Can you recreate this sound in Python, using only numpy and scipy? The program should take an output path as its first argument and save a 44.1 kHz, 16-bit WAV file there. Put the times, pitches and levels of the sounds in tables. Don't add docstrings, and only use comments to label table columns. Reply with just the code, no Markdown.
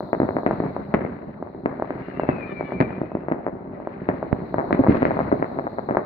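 import sys
import numpy as np
from scipy import signal
from scipy.fft import rfft, irfft
from scipy.io import wavfile
from scipy.ndimage import uniform_filter1d, minimum_filter1d

SR = 44100
rng = np.random.default_rng(int(sys.argv[2]) if len(sys.argv) > 2 else 0)


def master(y):
    cut = np.clip(np.atleast_2d(y).T, -1, 1)
    pcm = np.round(cut * 32767)
    wavfile.write(sys.argv[1], SR, pcm.astype(np.int16))


N = 266805
SIZE = 32768
LEAD = 32


def batteries(octaves_per_db=0.0454, ordinary_db=-9):
    boxes = {"right": (740, 680, -0.14, 5, -20.5, -1.5), "left": (860, 760, 0.25, 7.5, -3, -3.5),
             "ahead": (500, 1049.5, 0.15, 18, -8, -2.5), "heavy": (280, 880, 0.14, 18.5, -9.5, -2),
             "crackers": (310.5, 1750.5, 0.25, 4.5, -16.5, 1)}
    # t/s, level/dB, battery name
    shots = [(.006, -14.5, "right"), (.131, -4.5, "ahead"), (0.2013, -5.5, "heavy"),
             (0.2174, -8.5, "heavy"), (0.2318, -8.5, "heavy"), (0.2897, -9, "ahead"), (0.3673, -7, "ahead"),
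             (0.4333, -17, "right"), (0.4639, 0.5, "crackers"), (0.51, -7, "right"), (.6022, -9, "heavy"),
             (0.6376, -14.5, "heavy"), (.765, -13, "right"), (1.2925, -26.5, "heavy"),
             (1.4258, -16, "right"), (1.659, -4.5, "crackers"), (1.7979, -15.5, "right"),
             (1.8229, -9.5, "right"), (2.1968, -8.5, "right"), (2.2345, -11.5, "ahead"),
             (2.6093, -11.5, "ahead"), (2.721, -14.5, "right"), (3.0159, -11.5, "heavy"),
             (3.1175, -19, "right"), (3.1517, -11, "heavy"), (3.2845, -11.5, "ahead"),
             (3.3145, -12, "heavy"), (3.321, -7, "crackers"), (3.4659, -9.5, "ahead"),
             (3.477, -16, "ahead"), (3.801, -21.5, "right"), (3.8725, -13.5, "right"),
             (4.089, -3.5, "crackers"), (4.2277, -12.5, "right"), (4.5426, -8.5, "right"),
             (4.5834, -7.5, "left"), (4.597, -11, "left"), (4.7078, -9, "right"), (4.838, -9.5, "left"),
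             (4.8659, -10, "right"), (4.8721, -7.5, "right"), (4.9465, -11, "left"), (5.108, -8.5, "left"),
             (5.1692, -12, "left"), (5.191, -7.5, "right"), (5.2038, -10, "left"), (5.3168, -9, "left"),
             (5.5881, -10, "left"), (5.6686, -11.5, "left"), (5.7851, -11, "left"), (5.8892, -10.5, "left"),
             (5.9488, -10.5, "left"), (5.9703, 0, "right")]
    out = np.zeros((2, N))
    for s, db, name in shots:
        boom_hz, edge_hz, *place = boxes[name]
        sharper = 2 ** (octaves_per_db * (db - ordinary_db))
        add(out, s - LEAD / SR, bang(db, boom_hz, edge_hz * sharper, *place))
    return out


def shells():
    # t/s, level/dB, boom f/Hz, edge f/Hz, right-side lag/ms, wall delay/ms, wall echo/dB
    bursts = [(0.9407, 3.5, 220, 3800, 0.081, 4.64, 1), (1.906, -12, 324, 2200, -0.22, 18.9, -20),
              (2.2897, -1.5, 240, 1890, -0.34, 8.3, -9), (2.8038, 2, 200, 10000, -.45, 7.8, -4.5),
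              (4.728, 1.5, 260, 6500, 0.5, 24.5, -19.5), (4.7925, -9, 240, 468, 0.17, 3.6, 0),
              (4.8, -8, 273, 470, 0.24, 3.7, -5), (4.8846, -6, 170, 400, 0, 9.1, -6),
              (4.8944, -1, 330, 353, 0.44, 13.9, -9.5), (5.0221, -5.5, 266, 2200, 0.24, 7.3, 2),
              (5.053, -1.5, 400, 3000, 0.42, 16.5, -17), (5.3258, -5, 318, 810, 0.4, 17, -10.5),
              (5.4258, -6, 755, 990, 0.36, 18.2, -7), (5.9093, -8, 278, 1210, 0.29, 8.9, -10)]
    out = np.zeros((2, N))
    for s, *shell in bursts:
        add(out, s - LEAD / SR, bang(*shell, street_db=1))
    return out


def bang(db, boom_hz, edge_hz, lag_ms, wall_ms, wall_db, street_db, echo_growth=0.03):
    nearest_house = reflection(delay_ms=3.107, db=-14)
    clean = arrival(lag_ms, SIZE) * (1 + nearest_house + reflection(wall_ms, wall_db))
    paths = clean + undb(street_db + echo_growth * db) * street_echoes()
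    return undb(db) * np.roll(irfft(blast(boom_hz, edge_hz, SIZE) * paths), LEAD, axis=1)


def blast(boom_hz, edge_hz, size, damping=1.28, low_cut_hz=100):
    hz = np.fft.rfftfreq(size, 1 / SR)
    s = 1j * hz
    swing = s / boom_hz
    pulse = swing / (1 + damping * swing + swing ** 2) * s / (s + low_cut_hz)
    rounded = pulse / (1 + s / edge_hz) ** 2
    spectrum = rounded / (1 + (hz / (3.28 * edge_hz)) ** 5)
    return spectrum / irfft(spectrum).max()


def arrival(lag_ms, size):
    return np.exp(1j * np.pi * np.outer([1, -1], np.fft.rfftfreq(size, 1 / SR)) * lag_ms / 1000)


def reflection(delay_ms, db):
    return undb(db) * np.exp(-2j * np.pi * np.fft.rfftfreq(SIZE, 1 / SR) * delay_ms / 1000)


def street_echoes(near_db=-7.5, near_s=0.1, far_db=-9, far_s=0.95, build_s=0.022, dull_hz=2200):
    t = np.arange(SIZE) / SR
    build = 1 - np.exp(-t / build_s)
    near, far = (unit(undb(-60 * t / fade_s) * build) for fade_s in (near_s, far_s))
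    fade = np.hypot(undb(near_db) * near, undb(far_db) * far) / np.sqrt(SIZE)
    clumps = unit(np.repeat(undb(3.5 * rng.standard_normal(256)), SIZE // 256))
    echoes = diffuse(*(rng.standard_normal((2, SIZE)) * clumps * fade))
    return rfft(echoes) / (1 + 1j * np.fft.rfftfreq(SIZE, 1 / SR) / dull_hz)


def thump(start_s=4.3283, left_db=-14, right_db=1, echo_db=-19):
    out = np.zeros((2, N))
    paths = undb([[left_db], [right_db]]) + undb(echo_db) * street_echoes()
    sound = irfft(blast(boom_hz=115, edge_hz=2800, size=SIZE) * paths)
    add(out, start_s - LEAD / SR, np.roll(sound, LEAD, axis=1))
    return out


def rockets(trim_db=-1, sputter_db=2, crackle_db=3.5):
    # t/s, level/dB before the trim, rise/s, hold/s, fade/(dB per s)
    rushes = [(.46, -47.5, 0.025, 0.12, 16), (1.65, -43.5, 0.4, 0.46, 14), (3.703, -48.5, .3, 0.23, 19),
              (4.872, -33, 0.012, 0.025, 31.5)]
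    # f/Hz, level/dB
    gas_colour = [(400, -17), (1200, 5), (2200, 0), (5000, -10), (9000, -20)]
    t = np.arange(N) / SR
    flare = sum(np.clip((t - s) / rise, 0, 1) * undb(db - fade * np.maximum(t - s - rise - hold, 0))
                for s, db, rise, hold, fade in rushes)
    gas = diffuse(noise(gas_colour), noise(gas_colour))
    flicker = undb(sputter_db * drift(60) + crackle_db * drift(600))
    return unit(gas * flicker) * flare * undb(trim_db)


def whistle(start_s=2.02, length_s=1.3, high_hz=2814, low_hz=2300, spin_hz=11, echo_db=-6, pan_db=2):
    # t/s, half length/s
    growls = [(2.51, 0.031), (2.693, 0.05)]
    sink_s, recover_s = 0.64, 0.95
    rise_s, hold_s, rise_db_per_s, fade_db_per_s = 0.39, 0.36, 44, 54
    t = np.arange(N) / SR
    age = t - start_s
    sunk = np.sin(np.interp(age, [0, sink_s, sink_s + recover_s], [0, np.pi / 2, np.pi])) ** 2
    turn = (t * spin_hz) % 1
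    spin_swell = 1 + 0.5 * np.sin(np.pi * turn)
    bend = 1 + 0.039 * (0.5 - turn) + 0.005 * drift(30) + 0.0176 * drift(560)
    hz = (high_hz + (low_hz - high_hz) * sunk) * bend
    phase = 2 * np.pi * np.cumsum(hz) / SR
    growl = sum(np.exp(-((t - s) / half) ** 2) for s, half in growls)
    uneven = 1 + growl * (np.cos(phase / 2) + np.cos(phase / 4))
    rise_db = rise_db_per_s * np.minimum(age - rise_s, 0)
    fade_db = fade_db_per_s * np.maximum(age - rise_s - hold_s, 0)
    flutter_db = 3 * drift(45)
    level = undb(-41 + rise_db - fade_db - 7 * growl + flutter_db) * (age > 0) * (age < length_s)
    tone = np.sin(phase) * uneven * spin_swell * level
    return with_echoes(tone[None], echo_db) * undb([[pan_db], [-pan_db]])


def barrage(pops_db=-2, rumble_db=-8, swell_db=4):
    # t/s, overall level/dB
    activity = [(0, -33.5), (.55, -30.5), (.9, -38), (1.6, -37.5), (2.8, -34.5), (3.7, -39), (4.6, -30),
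                (5.2, -27.5), (5.65, -34.5), (6.05, -38)]
    # f/Hz, level/dB
    rumble_colour = [(20, -29.5), (75, -9), (220, -3.5), (420, -11.5), (1000, -12.5), (3000, -44)]
    rumble = unit(diffuse(noise(rumble_colour), noise(rumble_colour)))
    patter = far_pops() * undb(pops_db)
    return undb(curve(activity)) * (patter + rumble * undb(rumble_db + swell_db * drift(30)))


def far_pops(boom_hz=380, edge_hz=640, scatter_db=4, count=340, size=1024):
    out = np.zeros((2, N))
    places = rng.random((count, 2))
    traits = np.clip(rng.standard_normal((count, 3)), -2, 2)
    for (when, side), (strength, pitch, nearness) in zip(places, traits):
        pulse = blast(boom_hz * 2 ** (0.65 * pitch), edge_hz * 2 ** (0.33 * nearness), size)
        pop = np.roll(irfft(pulse * arrival(side - 0.5, size)), LEAD, axis=1)
        add(out, when * N / SR, undb(scatter_db * strength) * pop)
    return unit(with_echoes(out, echo_db=5))


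def hiss(left_db=6, right_db=-2):
    # t/s, level/dB before each side's gain
    swells = [(0.0, -65.5), (0.6, -67), (1.31, -79), (2.73, -70.5), (3.1, -82.5), (3.71, -85.5), (4.6, -67),
              (5.04, -65.5), (6.05, -70)]
    # f/Hz, level/dB
    hiss_colour = [(3000, -24), (4100, 5.5), (5300, -23), (9000, -37), (12500, -22), (15500, -20.5)]
    return np.array([unit(noise(hiss_colour)) * undb(curve(swells) + db) for db in (left_db, right_db)])


def limiter(x, ceiling=1.0, size=129):
    safe_gain = np.minimum(1, ceiling / (np.abs(x).max(axis=0) + 1e-9))
    held = minimum_filter1d(safe_gain, 2 * size)
    return x * uniform_filter1d(uniform_filter1d(held, size), size)


def with_echoes(x, echo_db):
    return x + undb(echo_db) * signal.fftconvolve(x, irfft(street_echoes()), axes=1)[:, :N]


def diffuse(mid, side, apart_hz=800):
    share = np.minimum(np.fft.rfftfreq(len(mid), 1 / SR) / apart_hz, 1)
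    spectra = rfft(mid) + np.outer([1, -1], share * rfft(side))
    return irfft(spectra / np.sqrt(1 + share ** 2), len(mid))


def colour(x, hz, db, size=4096):
    log_hz = np.log(np.fft.rfftfreq(size, 1 / SR) + 1)
    log_gain = np.log(undb(np.interp(log_hz, np.log(hz), db)))
    cepstrum = irfft(log_gain)[:size // 2]
    cepstrum[1:] *= 2
    return signal.fftconvolve(x, irfft(np.exp(rfft(cepstrum, size))))[:N]


def noise(table):
    return colour(rng.standard_normal(N), *np.transpose(table))


def drift(rate_hz):
    step = int(SR / rate_hz)
    stairs = np.repeat(rng.standard_normal(N // step + 1), step)
    return unit(uniform_filter1d(stairs, step)[:N])


def curve(table):
    return np.interp(np.arange(N) / SR, *np.transpose(table))


def add(out, s, sound):
    i = int(np.clip(s * SR, 0, N - 1))
    out[:, i:i + sound.shape[1]] += sound[:, :N - i]


def undb(db):
    return 10 ** (np.asarray(db) / 20)


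def unit(x):
    return x / np.sqrt(np.mean(x ** 2))


def scene():
    return batteries() + shells() + thump() + barrage() + rockets() + whistle()


def record(dry, top_hz=15800):
    # f/Hz, left level/dB, right level/dB
    microphone = [(280, 2.5, 3), (480, 1.5, -0.5), (600, 4, 3), (990, 2, -2.5), (1400, 2, -3),
                  (2078, 6, -2), (3340, -14.5, -23), (4150, -11, -18.5), (7400, -39.5, -41)]
    hz, *sides = np.transpose(microphone)
    dulled = np.array([colour(x, hz, db) for x, db in zip(dry, sides)])
    top_cut = signal.ellip(8, 0.2, 70, top_hz, fs=SR, output="sos")
    return signal.sosfilt(top_cut, limiter(dulled) + hiss())


dry = scene()
out = record(dry)
master(out)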